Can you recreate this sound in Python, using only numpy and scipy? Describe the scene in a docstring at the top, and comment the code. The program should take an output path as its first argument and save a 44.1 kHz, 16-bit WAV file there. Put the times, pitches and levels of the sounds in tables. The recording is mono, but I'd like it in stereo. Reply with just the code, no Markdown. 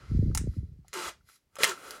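"""A hand works the chuck of a cordless drill over a table in a small room, close to the microphone.
First, dull puffs of air buffet the microphone while the grip loosens and the chuck's lock ticks twice.
A short turn makes the gears whirr, sinking in pitch, and the plastic sleeve creaks. In a second turn
the chuck catches with a rattling double clack of steel jaws and housing. Last, the palm slides over
the sleeve with a soft rasp and one more tick."""
import sys
import numpy as np
from scipy import signal
from scipy.fft import rfft, irfft
from scipy.io import wavfile

SR = 44100
rng = np.random.default_rng(int(sys.argv[2]) if len(sys.argv) > 2 else 0)


def wrap_up_sound(samples):
    """Save the sound to the file named by the first command line argument, as 16-bit audio."""
    columns = np.atleast_2d(samples).T
    # keep every value between -1 and 1, then stretch to whole-number steps
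    tamed = np.clip(columns, -1, 1)
    steps = np.round(tamed * 32767).astype(np.int16)
    wavfile.write(sys.argv[1], SR, steps)


N = 88200

# chuck hits: (time [s], steel tick [dB], body knock [dB], spot pitch [Hz], spot ring [dB])
CHUCK_HITS = [(0.3494, -8.5, -24.5, 7060, -15), (0.351, -15, -14, 804, -27), (0.375, -5, -17.5, 1900, -32),
              (0.377, -17.5, -29, 3640, -28), (0.882, -35.5, -39, 1940, -46.5),
              (0.9312, -24, -17, 2200, -33.5), (0.938, -20.5, -35, 7800, -44),
              (1.289, -39.5, -48, 1500, -43.5), (1.298, -57, -39.5, 1366, -51),
              (1.556, -29, -30, 2326, -45), (1.568, -34.5, -25, 1760, -36), (1.5866, -22, -36, 634, -33.5),
              (1.605, -42, -24, 434, -26), (1.634, -0.5, 1.5, 2600, -6), (1.636, -22, -2, 338.5, -30.5),
              (1.6385, -14, -2.5, 4240, -29), (1.6421, -7, -18, 8200, -2), (1.643, -5, -5, 1864, -6.5),
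              (1.6459, -7, -21, 5350, -15), (1.6494, -20, -11, 3110, -9), (1.677, -15, -27, 2900, -21),
              (1.6931, -13.5, -39.5, 5000, -32), (1.9083, -17, -28, 4560, -21.5)]
# ring of the steel jaws and of the plastic sleeve and housing: (pitch [Hz], level [dB], t60 [s])
JAW_MODES = [(5950, -4, .02), (6700, -5, .012), (7150, -2, .011), (7850, -3, .012), (9850, -5, .01),
             (10450, -5, .01), (15150, -8, .015)]
HOUSING_MODES = [(905, -7.5, 0.025), (1747, -1, 0.082), (1911, -2, 0.065), (2196, -6.5, 0.05),
                 (2526, -1.5, .04), (2800, 0, .05), (3060, -3.5, .04), (3260, -5, .035), (4225, -3, .05),
                 (5124, -1.5, 0.062)]
# attack EQ of the bright tick and of the dull knock: (frequency [Hz], level [dB])
TICK_EQ = [(300, -19.5), (2000, -7.5), (4500, -10), (7000, 2.5), (8700, -2.5), (10300, 0), (13000, -11),
           (15500, -12.5)]
KNOCK_EQ = [(30, -53), (100, -27.5), (400, -5.5), (850, -4.5), (1250, -6), (1900, 2), (3000, -3),
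            (4300, -2), (5800, -13), (10000, -30.5), (16000, -37.5)]
# chuck turns, one table each: (time [s], gear mesh rate [Hz], level [dB], extra gain on the tones [dB])
CHUCK_TURNS = [
    [(0.928, 409.3, -59.5, 13), (0.940, 402.6, -32.5, -13.5), (0.956, 385, -35.5, 7.5),
     (0.975, 375.5, -34, 7), (1.0, 352.2, -34.5, 2.5), (1.04, 346.7, -34.5, 0.5), (1.086, 333, -32.5, -4.5),
     (1.105, 325, -44, -17.5), (1.125, 312, -61, -11)],
    [(1.585, 559, -43, 7), (1.603, 530.5, -34.5, 4), (1.626, 480.7, -27.5, -2.5), (1.655, 443, -29, -12),
     (1.675, 414.9, -31, 4.5), (1.697, 391.2, -30.5, 5), (1.718, 352.4, -34.5, 1), (1.732, 346, -42, 5),
     (1.76, 340, -62.5, 13)],
]
# tones of the whirr: (multiple of the mesh rate [ratio], level [dB])
GEAR_PARTIALS = [(1, -14.5), (2.46, -19), (2.95, -33), (3.4, -26.5), (4.5, -24.5)]
# EQ of the grinding teeth: (frequency [Hz], level [dB])
GRIT_EQ = [(100, -29), (200, -9.5), (280, -15.5), (380, -8), (560, -2.5), (740, -5.5), (1050, 2.5),
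           (1600, 0.5), (2600, -5), (4300, -6.5), (6500, -8.5), (8000, -9.5), (11500, -14), (13000, -18.5),
           (16000, -31)]
# creaks of the sleeve: (time [s], starting pitch [Hz], level [dB])
SLEEVE_CREAKS = [(0.313, 1274, -51.5), (0.534, 1380, -60.5), (0.847, 783, -59.5), (0.949, 1404, -41),
                 (0.975, 1980, -41), (1.207, 1460, -68), (1.565, 1236, -41.5), (1.713, 1422, -33),
                 (1.775, 1397, -51), (1.945, 1454, -51)]
# faders for skin sliding on the sleeve and for its treble shelf: (time [s], level [dB])
SLIDE_FADER = [(0, -55.5), (0.07, -57.5), (0.17, -61), (0.2, -63), (0.3, -66), (0.5, -68), (0.565, -66),
               (0.62, -75.5), (0.82, -87.5), (0.89, -68), (1.18, -82), (1.24, -83), (1.29, -61),
               (1.36, -63.5), (1.40, -85), (1.49, -93), (1.55, -67), (1.74, -50.5), (1.80, -50.5),
               (1.87, -45), (1.95, -46), (2.0, -55)]
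TREBLE_FADER = [(0, -10.5), (0.25, -4.5), (0.55, 1), (0.9, -8), (1.32, 6.5), (1.6, 5.5)]
# EQ of the slide under a firm grip and under a light touch: (frequency [Hz], level [dB])
FIRM_EQ = [(150, -16), (370, -2.5), (600, -5), (950, -6.5), (1400, 1), (1900, -7.5), (4500, -16),
           (7000, -19), (11000, -22), (13000, -28), (16000, -33.5)]
LIGHT_EQ = [(200, -18), (700, -14), (1200, -1), (2000, 5), (2900, -4), (4500, 3.5), (7000, -3.5),
            (9000, -9.5), (11000, 0), (13500, -14), (16000, -21.5)]
# the grip loosens, then closes again: (time [s], firmness [0-1])
GRIP_FIRMNESS = [(0.07, 0.83), (0.17, 0), (1.45, 0), (1.55, 0.97)]
# puffs of air on the microphone: (time [s], level [dB], starting pitch [Hz])
AIR_PUFFS = [(0.113, -24, 338), (0.146, -19, 294), (0.188, -19, 324), (0.224, -25, 588),
             (0.256, -23.5, 425), (0.300, -23, 330), (0.331, -25.5, 168), (0.389, -27, 110),
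             (0.41, -33.5, 445), (0.439, -28, 340), (0.471, -20, 471), (0.565, -30, 385),
             (0.58, -24.5, 163), (0.629, -35, 391), (0.712, -40.5, 306), (0.787, -46, 379)]
# fader for the eddies between the puffs: (time [s], level [dB])
EDDY_FADER = [(0, -57.5), (0.07, -50), (0.12, -30), (0.24, -25), (0.39, -33.5), (0.53, -40.5), (0.6, -43.5),
              (0.76, -53.5), (0.85, -61), (1.0, -79), (1.07, -59), (1.23, -64), (1.4, -85.5), (1.55, -75.5),
              (2.0, -74.5)]
# EQ of the rumbling eddies and of the room tone: (frequency [Hz], level [dB])
EDDY_EQ = [(15, -29), (35, -3), (62, 6), (100, 1.5), (160, -5.5), (280, -18.5), (450, -28), (800, -49.5),
           (2000, -99.5)]
ROOM_TONE_EQ = [(18, -35.5), (30, -4), (311, -4.5), (554, -9.5), (721, -12.5), (5590, -21), (11400, -24.5),
                (16000, -24.5)]
# decay of the room's tail: (frequency [Hz], t60 [s])
ROOM_DECAY = [(200, 0.28), (800, 0.17), (2000, 0.19), (6000, 0.2), (15000, 0.11)]

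STEEL_LAG_S, BODY_LAG_S = .000181, .00003  # delay to the left microphone port
HIT_RISE_S, SPOT_T60_CYCLES = 0.00013, 13.4
GEAR_WOBBLE, TOOTH_DEPTH, GRIT_DB = 0.0156, 0.23, -2.5
CREAK_RISE_S, CREAK_JITTER, CREAK_ROUGH, CREAK_SAG_PER_S = 0.0021, 0.021, 0.82, 5.6
PUFF_RISE_S, PUFF_SAG_S, PUFF_END_HZ, PUFF_JITTER, PUFF_ROUGH = 0.01, 0.006906, 60, .18, .28
AIR_PHASE_RAD = 0.78  # the right port leads
EARLY_DB, EARLY_DECAY_S, TAIL_DB, TAIL_RISE_S = -4, 0.0045, -9, 0.0039
LEFT_DB, ROOM_TONE_DB = -2.2, -76.5


def chuck():
    """Each hit rings the steel jaws, knocks the housing and sounds the spot where it lands."""
    ticks, knocks = np.zeros((2, N))
    for s, tick_db, knock_db, spot_hz, spot_db in CHUCK_HITS:
        tick = strike(JAW_MODES, TICK_EQ, ring_db=-33, crack_s=0.0003, crack_db=-0.5)
        knock = strike(HOUSING_MODES, KNOCK_EQ, ring_db=-31, crack_s=0.00042, crack_db=-6.5)
        add(ticks, s, amp(tick_db) * tick)
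        add(knocks, s, amp(knock_db) * knock + amp(spot_db) * struck_spot(spot_hz))
    return pan_right(ticks, STEEL_LAG_S) + pan_right(knocks, BODY_LAG_S)


def strike(modes, eq, ring_db, crack_s, crack_db):
    """One hit: a crack of noise for the attack, ringing modes for the tail."""
    t = np.arange(SR // 10) / SR
    attack = 1 - np.exp(-t / HIT_RISE_S)
    crack = colour(attack * np.exp(-t / crack_s) * rng.choice([-1., 1.], len(t)), eq)
    ring = sum(amp(db - 60 * t / t60) * np.sin(2 * np.pi * (hz * t + rng.random()))
               for hz, db, t60 in modes)
    return amp(crack_db) * crack + amp(ring_db) * ring * attack


def struck_spot(hz, gain_db=2):
    """The struck spot pings at its own pitch for a few cycles."""
    t = np.arange(SR // 10) / SR
    cycles = hz * t
    attack = 1 - np.exp(-cycles / .5)
    return attack * amp(gain_db - 60 * cycles / SPOT_T60_CYCLES) * np.sin(2 * np.pi * cycles)


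def gears(turn):
    """Teeth grind in time with the mesh rate, under rough tones that sink as the turn slows."""
    t = np.arange(N) / SR
    mesh_hz, level_db, tones_db = (curve(turn, column) for column in (1, 2, 3))
    gate = (t > turn[0][0]) * (t < turn[-1][0])
    cycles = np.cumsum(mesh_hz * (1 + GEAR_WOBBLE * drift(62))) / SR
    tones = sum(amp(db) * gear_tone(multiple * cycles) for multiple, db in GEAR_PARTIALS)
    tooth_pulse = 1 + TOOTH_DEPTH * np.cos(2 * np.pi * cycles)
    grit = rubbing(per_s=8200, spread_db=4, eq=GRIT_EQ) * tooth_pulse
    return gate * amp(level_db) * (pan_right(amp(tones_db) * tones, BODY_LAG_S) + amp(GRIT_DB) * grit)


def gear_tone(cycles, fuzz=.25, fuzz_hz=35):
    """One unsteady partial of the whirr: part clean, part narrow noise around the same pitch."""
    carrier = np.exp(2j * np.pi * (cycles + rng.random()))
    noise = drift(fuzz_hz) + 1j * drift(fuzz_hz)
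    return (carrier * (np.sqrt(2 * (1 - fuzz)) + np.sqrt(fuzz) * noise)).real


def creaks():
    """The plastic sleeve slips with a brief, rough, sinking chirp."""
    track, t = np.zeros(N), np.arange(SR // 20) / SR
    for s, start_hz, db in SLEEVE_CREAKS:
        hz = start_hz * np.exp(-CREAK_SAG_PER_S * t)
        cycles = np.cumsum(hz * (1 + CREAK_JITTER * drift(1500)[:len(t)])) / SR
        slips = 1 + CREAK_ROUGH * drift(500)[:len(t)]
        add(track, s, amp(db) * slips * swell(t, CREAK_RISE_S) * np.sin(2 * np.pi * cycles))
    return pan_right(track, BODY_LAG_S)


def palm(shelf_hz=7500, flicker_db=0.48):
    """Fine slips of skin on plastic, fuller as the grip firms."""
    firmness = np.clip(curve(GRIP_FIRMNESS), 0, 1)
    full, light = (rubbing(per_s=18000, spread_db=2.5, eq=eq) for eq in (FIRM_EQ, LIGHT_EQ))
    slips = np.sqrt(firmness) * full + np.sqrt(1 - firmness) * light
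    treble = signal.sosfiltfilt(signal.butter(2, shelf_hz, "high", fs=SR, output="sos"), slips)
    level = amp(curve(SLIDE_FADER) + flicker_db * drift(70))
    return level * (slips + (amp(curve(TREBLE_FADER)) - 1) * treble)


def rubbing(per_s, spread_db, eq, width_db=2):
    """Friction grains from a wide contact: one layer shared by both ports, one more for each alone."""
    shared, left, right = (colour(grains(per_s, spread_db), eq) for _ in range(3))
    return unit(pan_right(shared, BODY_LAG_S) + amp(width_db) * np.array([left, right]))


def grains(per_s, spread_db):
    """Tiny random impacts of uneven size."""
    size = amp(spread_db * np.minimum(rng.exponential(1, N), 4))
    return unit(size * rng.choice([-1., 1.], N) * (rng.random(N) < per_s / SR))


def air(gust_db=2.6, puff_band_hz=(35, 527)):
    """Dull puffs thump the microphone, each fluttering as it sinks in pitch, over rumbling eddies."""
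    eddy_level = amp(curve(EDDY_FADER) + gust_db * drift(45))
    eddies = eddy_level * unit(colour(rng.standard_normal(N), EDDY_EQ))
    puffs, t = np.zeros(N), np.arange(SR // 8) / SR
    for s, db, start_hz in AIR_PUFFS:
        hz = PUFF_END_HZ + (start_hz - PUFF_END_HZ) * np.exp(-t / PUFF_SAG_S)
        cycles = np.cumsum(hz * (1 + PUFF_JITTER * drift(160)[:len(t)])) / SR
        flutter = 1 + PUFF_ROUGH * drift(100)[:len(t)]
        add(puffs, s, amp(db) * flutter * swell(t, PUFF_RISE_S) * np.sin(2 * np.pi * cycles))
    puffs = signal.sosfilt(signal.butter(2, puff_band_hz, "band", fs=SR, output="sos"), puffs)
    port_phase = np.exp(.5j * AIR_PHASE_RAD * np.array([[-1], [1]]))
    return (signal.hilbert(eddies + puffs) * port_phase).real


def room(x):
    """Table and hand scatter the sound, then the room rings briefly; the left side is trimmed down."""
    t = np.arange(SR // 2) / SR
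    early, tail = rng.standard_normal((2, 2, len(t))) * (rng.random((2, 2, len(t))) < .15)
    early = early * np.exp(-t / EARLY_DECAY_S) * (t > .0007)  # short pre-delay
    hz, age_s, bands = signal.stft(tail * np.minimum(t / TAIL_RISE_S, 1), SR, nperseg=256)
    decay = amp(-60 * age_s / at_frequency(ROOM_DECAY, hz)[:, None])
    tail = signal.istft(bands * decay, SR, nperseg=256)[1][:, :len(t)]
    reverb = sum(amp(db) * part / np.linalg.norm(part, axis=1, keepdims=True)
                 for db, part in [(EARLY_DB, early), (TAIL_DB, tail)])
    return (x + signal.fftconvolve(x, reverb, axes=1)[:, :N]) * amp([[LEFT_DB], [0]])


def room_tone():
    """A faint bed of dark noise, separate on each side."""
    return amp(ROOM_TONE_DB) * np.array([colour(side, ROOM_TONE_EQ) for side in rng.standard_normal((2, N))])


def pan_right(x, lag_s):
    """The drill sits to the right: its sound reaches the left port later."""
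    delay = np.exp(-2j * np.pi * np.fft.rfftfreq(N, 1 / SR) * lag_s)
    return np.array([irfft(rfft(x) * delay, N), x])


def colour(x, eq, size=8192):
    """Minimum-phase EQ of unit energy."""
    log_gain = np.log(amp(at_frequency(eq, abs(np.fft.fftfreq(size, 1 / SR)))))
    taps = np.fft.ifft(np.exp(np.conj(signal.hilbert(log_gain)))).real[:size // 2]
    return signal.fftconvolve(x, taps / np.linalg.norm(taps))[:len(x)]


def drift(rate_hz):
    """Random modulation of rms 1, rolled off above the rate."""
    rolloff = 1 + (np.fft.rfftfreq(N, 1 / SR) / rate_hz) ** 4
    return unit(irfft(rfft(rng.standard_normal(N)) / rolloff, N))


def swell(t, rise_s):
    """Envelope that rises to 1, then dies away."""
    return t / rise_s * np.exp(1 - t / rise_s)


def curve(rows, column=1):
    """Automation: one column of a time table at every sample."""
    rows = np.array(rows)
    return np.interp(np.arange(N) / SR, rows[:, 0], rows[:, column])


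def at_frequency(points, hz):
    """Reads a table on a log-frequency axis."""
    point_hz, value = np.transpose(points)
    return np.interp(np.log(hz + 1), np.log(point_hz), value)


def add(mix, s, sound):
    """Mixes a sound in at a time."""
    part = mix[round(s * SR):][:len(sound)]
    part += sound[:len(part)]


def amp(db):
    """Decibels to gain."""
    return 10 ** (np.asarray(db) / 20)


def unit(x):
    """Scales to rms 1."""
    return x / np.sqrt(np.mean(x ** 2) + 1e-20)


def scene():
    """The drill in its room, dry air on the microphone and a bed of room tone."""
    bed = room_tone()
    drill = chuck() + creaks() + sum(gears(turn) for turn in CHUCK_TURNS) + palm()
    return room(drill) + air() + bed


def record(dry):
    """A soft clip rounds the loudest peaks; a steep low-pass takes off the very top."""
    ceiling, cutoff_hz = .85, 16500
    rounded = dry / (1 + (dry / ceiling) ** 4) ** .25
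    lowpass = signal.firwin(255, cutoff_hz, window=("kaiser", 9), fs=SR)
    return signal.oaconvolve(rounded, lowpass[None], "same")


dry = scene()
out = record(dry)
wrap_up_sound(out)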